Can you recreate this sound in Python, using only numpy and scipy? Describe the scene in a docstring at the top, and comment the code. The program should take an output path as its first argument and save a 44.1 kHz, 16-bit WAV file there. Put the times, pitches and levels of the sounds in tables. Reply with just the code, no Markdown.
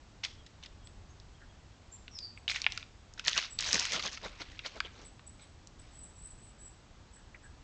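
"""A woodland floor: an animal scuffles in dry leaves, then flaps away with fading wing beats.
Each scuff and beat stirs the leaves, which crunch, crackle and settle; stalks and twigs snap.
Birds give thin high calls, one falling whistle and a few far chirps and hoarse notes.
The trunks scatter animal and birds faintly back, over a low, distant rumble."""
import sys
import numpy as np
from scipy import signal
from scipy.fft import rfft, irfft
from scipy.io import wavfile
from scipy.ndimage import uniform_filter1d

SR = 44100
rng = np.random.default_rng(int(sys.argv[2]) if len(sys.argv) > 2 else 0)


def to_wav(sig):
    """Store sig (one row per channel, or 1-D mono) as 16-bit WAV at the path in sys.argv[1].

    Samples outside -1..1 are clipped; the rate is SR.
    """
    pcm = np.clip(np.atleast_2d(sig), -1, 1) * 32767
    pcm = np.round(pcm).astype(np.int16)
    wavfile.write(sys.argv[1], SR, pcm.T)  # frames by channels


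N = 336483

# wing beats: middle t/s, half-width/s, air level/dB, air f/Hz, leaf crunch/dB, crackle over crunch/dB
WING_BEATS = [(3.28, 0.015, -43.5, 575, -36.5, 3.5), (3.379, .017, -44.5, 700, -30, -5.5),
              (3.684, 0.057, -54, 594, -44.5, 6.5), (3.752, 0.028, -41, 440, -35, 1.5),
              (3.81, 0.046, -49, 677, -42.5, 3.5), (3.957, 0.056, -44, 550, -46.5, 4),
              (4.06, 0.031, -44.5, 678, -41, 3.5), (4.253, 0.032, -43.5, 585, -47, -4),
              (4.414, 0.016, -46, 427, -42.5, -7), (4.663, .017, -46.5, 565, -44.5, 0.5),
              (4.768, 0.028, -50.5, 650, -62, 2), (4.857, 0.021, -52, 445, -49.5, -15),
              (5.003, 0.078, -59.5, 397, -62, 0.5)]


def from_db(db):
    """Decibels to gain."""
    return 10 ** (np.asarray(db) / 20)


def rms_one(x):
    """Scale to unit power."""
    return x / np.sqrt(np.mean(x ** 2) + 1e-20)


def at_hz(points, hz):
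    """Read a spectrum on a log-frequency axis."""
    f, db = np.transpose(points)
    return np.interp(np.log(hz), np.log(f), db)


def band(x, hz, octaves):
    """Band-pass about a centre."""
    edges = np.clip(hz * 2 ** (np.array([-.5, .5]) * max(octaves, .2)), 10, .45 * SR)
    return signal.sosfilt(signal.butter(2, edges, "band", fs=SR, output="sos"), x + 1e-18)


def drift(per_s, size):
    """A modulator that glides to a new random value per_s times a second."""
    steps = np.arange(size) * per_s / SR
    return np.interp(steps, np.arange(4096), rng.standard_normal(4096))


def add(out, s, sound):
    """Mix a sound in from time s."""
    i = int(np.clip(round(s * SR), 0, N - 1))
    out[i:i + len(sound)] += sound[:N - i]


def stirring(attack_s=.0045, release_t60=.12, settle_db=-19.5, settle_t60=.45):
    """Crunch and crackle envelopes: scuffs and wing beats push the leaves, which go on settling."""
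    # feet and body brushing the leaves, and (the long row at 4.285 s) stirred leaves drifting back down after
    # the flapping: t/s, hold/s, crunch level/dB, crackle over crunch/dB
    scuffs = [(0.233, 0.0067, -38, 0), (0.624, 0.025, -55.5, -6), (2.485, 0.024, -34.5, -2.5),
              (2.542, 0.026, -41, -2.5), (2.578, 0.068, -56.5, 0.5), (2.699, 0.11, -57.5, -0.5),
              (3.175, 0.022, -51.5, -5), (3.24, .21, -43.5, -0.5), (3.584, 0.33, -43, 0),
              (3.917, .04, -38.5, 3.5), (4.114, 0.035, -49.5, 3), (4.285, 0.5, -60, -6),
              (5.386, 0.056, -63.5, -5), (5.784, 0.18, -70.5, -0.5)]
    t, pushes = np.arange(0, N, 20) / SR, []
    for s, hold, level_db, bright_db in scuffs:
        attack = np.clip((t - s) / attack_s, 0, 1)
        release = from_db(-60 * np.maximum(t - s - hold, 0) / release_t60)
        pushes.append((attack * release, s + hold, level_db, bright_db))
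    for s, half_width, _, _, level_db, bright_db in WING_BEATS:
        pushes.append((np.exp(-((t - s) / half_width) ** 2), s, level_db, bright_db))
    power = 0
    for shape, end, level_db, bright_db in pushes:
        settling = (t > end) * from_db(settle_db - 60 * np.abs(t - end) / settle_t60)
        gains = from_db([[level_db], [level_db + bright_db]])
        power += (gains * np.maximum(shape, settling)) ** 2
    return [np.interp(np.arange(N) / SR, t, np.sqrt(p)) for p in power]


def leaves(crunch_gain, crackle_gain):
    """Whole leaves crunch low and coarse; their edges crackle high and fine."""
    # tone of whole leaves: f/Hz, relative level/dB
    crunch_colour = [(500, -22), (900, -6.5), (1400, -1.5), (2300, 6), (3200, -0.5), (4200, 4.5),
                     (6000, -62.5)]
    # tone of leaf edges: f/Hz, relative level/dB
    crackle_colour = [(2200, -3), (3200, 9.5), (4200, 11), (5400, 11.5), (6800, 9), (8000, -22),
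                      (9000, -39)]
    crunch = leaf_grains(crunch_colour, per_s=700, spread_db=4.5, friction=.38, patchy_db=5.5)
    crackle = leaf_grains(crackle_colour, per_s=950, spread_db=4.3, friction=.4, patchy_db=4.5)
    return from_db(.03) * crunch_gain * crunch + crackle_gain * crackle


def leaf_grains(colour, per_s, spread_db, friction, patchy_db, tint_db=4):
    """Countless tiny bucklings, each with its own size and colour, over the hiss of leaf on leaf."""
    buckles = rng.random(N) < per_s / SR
    sizes = from_db(spread_db * np.minimum(rng.exponential(1, N), 4))
    clicks = buckles * sizes * rng.choice([-1, 1], N)
    out = 0
    for hz in np.geomspace(500, 8600, 18):
        tint = from_db(tint_db * np.clip(rng.standard_normal(N), -2, 2))
        grains = rms_one(clicks * tint * rng.choice([-1, 1], N))
        rubbing = friction * rng.standard_normal(N)
        # each curled leaf has its own resonances, so the colour shifts as new leaves are touched
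        touched_db = patchy_db * drift(45, N)
        out += from_db(at_hz(colour, hz) + touched_db) * band(grains + rubbing, hz, octaves=.25)
    # levelled over 20 ms: how hard the leaves are stirred sets the loudness
    return out / np.sqrt(uniform_filter1d(out ** 2, size=900) + 1e-12)


def twigs():
    """Dry twigs give way under the animal."""
    # breaks: t/s, level over 5 ms/dB, centre f/Hz, width/octaves, tearing time/s
    breaks = [(0.2365, -36, 3200, 0.82, 0.0037), (0.249, -30.5, 3330, 1.5, 0.0046),
              (0.4644, -51, 3640, 1.74, 0.0085), (0.6364, -45.5, 3940, 1.3, 0.0008),
              (0.6607, -46.5, 3500, 1.46, 0.0055), (0.8724, -52, 3450, 1.5, .0024),
              (1.2, -54.5, 4300, 0.92, .0006), (2.0806, -45, 2800, 1.3, 0.00033),
              (2.1888, -39.5, 4570, 1.2, 0.00022), (2.3753, -47, 2370, 0.8, .0015),
              (2.4794, -27.5, 3000, 1.1, 0.0041), (2.5597, -32.5, 2700, 0.91, 0.0042),
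              (2.6182, -32.5, 4460, 1.63, 0.00071), (2.6433, -33, 2850, 1, 0.00048),
              (2.6654, -19.5, 2460, 1.1, 0.00021), (2.722, -36.5, 3670, 1.5, 0.00074),
              (2.776, -33.5, 2420, 2.67, 0.0023), (2.828, -43.5, 2470, 1.45, 0.0013),
              (3.1378, -52, 5560, 0.98, 0.0012), (3.1957, -35, 2600, 2.4, .0007),
              (3.2816, -20.5, 3360, 1.67, 0.00044), (3.3315, -32, 3380, 1.15, 0.00023),
              (3.378, -25, 2980, 1.8, 0.0035), (3.5893, -28.5, 4600, 1.3, 0.0007),
              (3.6076, -31.5, 4970, 1.3, 0.00027), (3.7301, -22.5, 5000, 1.3, .0008),
              (3.7444, -24.5, 4270, 1.44, 0.00024), (3.7966, -26, 5400, 1.04, 0.00011),
              (3.8532, -30, 3250, 2.15, 0.0021), (3.9942, -31.5, 2100, 2.6, 0.011),
              (4.026, -37, 3650, 0.92, 0.00067), (4.1743, -40, 2340, 2.34, 0.0058),
              (4.592, -38, 2880, 1.25, 0.0044), (4.648, -43.5, 2030, 1.5, .0025),
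              (4.662, -36.5, 3800, 0.74, .0013), (4.8036, -29, 2290, 2.2, 0.0014),
              (4.8046, -31.5, 1430, 0.61, 0.0015), (4.85, -42, 3230, 0.46, 0.014),
              (5.1949, -54, 1950, 2.3, 0.0019), (5.6728, -50, 5540, 1.2, 0.00067),
              (7.3442, -47, 1900, .9, 0.016)]
    return snapping(breaks)


def stalks(crunch_gain, per_s=22, centre_hz=3310, octaves=2.1, tear_s=.0011, spread_db=5.5):
    """Leaf stalks break at random, as loud as the leaves are stirred."""
    breaks = []
    for when, size, pitch in rng.random((int(per_s * N / SR), 3)):
        stirred_db = 20 * np.log10(crunch_gain[int(when * N)] + 1e-9)
        if stirred_db > -70:
            level_db = stirred_db - 2 + spread_db * (2 * size - 1)
            breaks.append((when * N / SR, level_db, centre_hz * 2 ** (pitch - .5), octaves, tear_s))
    return snapping(breaks)


def snapping(breaks, shiver_s=.0046, thick_stick_hz=2440, knock_db_per_octave=-31.5):
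    """Each snap is a sharp break, a burst of tearing fibres, a woody ring and a shiver of leaves."""
    out, t = np.zeros(N), np.arange(2000) / SR
    for s, level_db, hz, octaves, tear_s in breaks:
        fibres, shiver = rng.standard_normal((2, len(t)))
        fibres *= np.exp(-(t / tear_s) ** 2)
        shiver *= from_db(-10) * np.exp(-t / shiver_s)
        drive = from_db(-3.5) * (fibres + shiver) / np.sqrt(SR * .0004)
        drive[0] += 1   # the break itself
        # the stick's damped bending modes
        ring = sum(from_db(db) * rms_one(band(drive, hz * ratio, octaves=.28))
                   for ratio, db in [(.58, .93), (1, -1.5), (1.92, .038)])
        snap = rms_one(band(drive, hz, octaves)) + from_db(-5.5) * rms_one(ring)
        # a stick radiates only the range that suits its size
        snap = rms_one(band(snap, hz, octaves))
        # thick, low-pitched sticks also knock on the ground
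        knock_db = -15 + knock_db_per_octave * max(np.log2(hz / thick_stick_hz), 0)
        snap += from_db(knock_db) * rms_one(band(drive, hz=980, octaves=.87))
        ground_echo = np.roll(snap, int(rng.uniform(.0008, .002) * SR))
        snap -= .11 * ground_echo
        rms_5ms = np.sqrt(np.sum(snap ** 2) / (.005 * SR))
        add(out, s - .0004, from_db(level_db) * snap / rms_5ms)
    return out


def wings(hollow_db=-9, hardest_push_db=-5.5):
    """Each beat is a swell of turbulent air; the hardest carry a deep push beneath it."""
    out, t = np.zeros(N), np.arange(-8000, 8000) / SR
    hardest_db = np.max(np.array(WING_BEATS)[:, 2])
    for s, half_width, level_db, hz, _, _ in WING_BEATS:
        swish, cupped, push = rng.standard_normal((3, len(t)))
        air = rms_one(band(swish, hz, octaves=2.45))
        # air caught under the cupped wing sounds hollow
        air += from_db(hollow_db) * rms_one(band(cupped, hz, octaves=.26))
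        push_db = hardest_push_db + 1.17 * (level_db - hardest_db)
        air += from_db(push_db) * rms_one(band(push, hz=180, octaves=1))
        swell = np.exp(-2 * (t / half_width) ** 2)
        add(out, s + t[0], from_db(level_db) * air * swell)
    return out


def birds(whistle_s=.25, whistle_top_hz=5630, whistle_end_hz=4610, whistle_fall_s=.085):
    """Four voices: arched high calls, a whistle that falls and levels off, chirps, hoarse notes."""
    # a small bird's thin calls: t/s, length/s, f/Hz, relative level/dB
    high_calls = [(0.839, .054, 7800, -57.5), (1.082, 0.058, 6500, -62), (1.914, 0.044, 7340, -48),
                  (2.364, 0.041, 7930, -62.5), (3.497, 0.049, 7840, -42.5), (5.045, 0.031, 7900, -46.5),
                  (5.264, 0.019, 7920, -46.5), (5.411, 0.025, 7900, -51), (5.792, 0.015, 7920, -52.5),
                  (5.892, 0.24, 7920, -56), (6.021, 0.028, 7840, -47.5), (6.144, .19, 7910, -50),
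                  (6.373, .15, 7910, -57), (6.579, 0.12, 7830, -50.5), (7.123, 0.055, 7900, -55.5),
                  (7.427, 0.033, 7940, -56.5)]
    # a far bird's falling chirps: t/s, relative level/dB
    chirps = [(0.373, -65), (0.794, -65), (1.326, -69), (1.47, -68), (1.71, -71)]
    # a farther bird's low, flat notes: t/s, length/s, relative level/dB
    hoarse_calls = [(1.403, 0.036, -57), (6.516, .16, -74), (7.143, 0.079, -69), (7.423, .055, -60)]
    out = np.zeros(N)
    arch = 1 + .022 * np.array([-1, .5, -1])
    for s, length, hz, level_db in high_calls:
        add(out, s, bird_note(hz * arch, length, level_db))
    fall = np.exp(-(np.arange(0, whistle_s, 1 / SR) / whistle_fall_s) ** 2)
    glide_hz = whistle_end_hz + (whistle_top_hz - whistle_end_hz) * fall
    add(out, 2.107, bird_note(glide_hz, whistle_s, level_db=-38, rasp_db=-3, fade_db=-14, waver=.013))
    for s, level_db in chirps:
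        add(out, s, bird_note(glide_hz=[3420, 3100], length_s=.063, level_db=level_db))
    for s, length, level_db in hoarse_calls:
        add(out, s, bird_note([1635, 1635], length, level_db, rasp_db=4, fringe=.4))
    return out


def bird_note(glide_hz, length_s, level_db, rasp_db=-8, fade_db=0, waver=.015, flutter_db=4, fringe=.14):
    """A thin whistle that swells, glides and fades, with a raspy fringe about the pitch."""
    u = np.linspace(0, 1, int(length_s * SR))
    hz = np.interp(u, np.linspace(0, 1, len(glide_hz)), glide_hz)
    hz *= 1 + waver * drift(395, len(u))
    swell = np.sin(np.pi * u) * from_db(level_db + fade_db * u + flutter_db * drift(140, len(u)))
    phase = 2 * np.pi * np.cumsum(hz) / SR
    rasp = from_db(rasp_db) * drift(glide_hz[0] * fringe, len(u))
    return np.sqrt(2) * swell * (np.sin(phase) + rasp * np.cos(phase))


def trunks(x, t60, echoes_per_s):
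    """Scattered echoes from the trees, dying away."""
    t = np.arange(SR) / SR
    arrivals = rng.random(SR) < echoes_per_s / SR
    echoes = arrivals * rng.standard_normal(SR) * from_db(-60 * t / t60)
    echoes[t < .004] = 0   # pre-delay
    return signal.fftconvolve(x, echoes / np.sqrt(np.sum(echoes ** 2) + 1e-12))[:N]


def still_air(level_db=-55, rumble_top_hz=300, swell_db=1.9):
    """The bed: a far rumble that swells unevenly under a smooth, faint hiss."""
    # tone of the still wood: f/Hz, relative level/dB
    spectrum = [(12, -32.5), (20, 0.5), (63, -0.5), (107, -3.5), (125, -9.5), (321, -16.5), (459, -21),
                (655, -21), (725, -21), (912, -22), (2340, -29), (2530, -28.5), (4310, -30), (7950, -35),
                (8800, -60), (11400, -86), (19400, -120)]
    hz = np.maximum(np.arange(N // 2 + 1) * SR / N, 1)
    low_cut = hz ** 2 / (hz ** 2 + 12 ** 2)
    colour = from_db(at_hz(spectrum, hz)) * low_cut
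    air = rms_one(irfft(rfft(rng.standard_normal(N)) * colour, N))
    rumble = irfft(rfft(air) / (1 + (hz / rumble_top_hz) ** 2), N)
    hiss = air - rumble
    return from_db(level_db) * (hiss + rumble * from_db(swell_db * drift(14, N)))


def scene():
    """The animal is near and dry; the birds are farther off among the trees."""
    air, calls = still_air(), birds()
    crunch_gain, crackle_gain = stirring()
    animal = leaves(crunch_gain, crackle_gain) + wings() + twigs() + stalks(crunch_gain)
    # a steep low-pass at 7.9 kHz takes the top off the rustle, snaps and wing beats
    animal = signal.sosfilt(signal.butter(8, 7900, fs=SR, output="sos"), animal)
    near = animal + from_db(-15.5) * trunks(animal, t60=.42, echoes_per_s=1800)
    far = from_db(-5) * calls + from_db(-9) * trunks(calls, t60=.34, echoes_per_s=1400)
    return (near + far + air)[None, :]


def record(dry, cutoff_hz=8800):
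    """A steep low-pass takes the top off the whole mix."""
    return signal.sosfilt(signal.ellip(10, .2, 70, cutoff_hz, fs=SR, output="sos"), dry)


dry = scene()
out = record(dry)
to_wav(out)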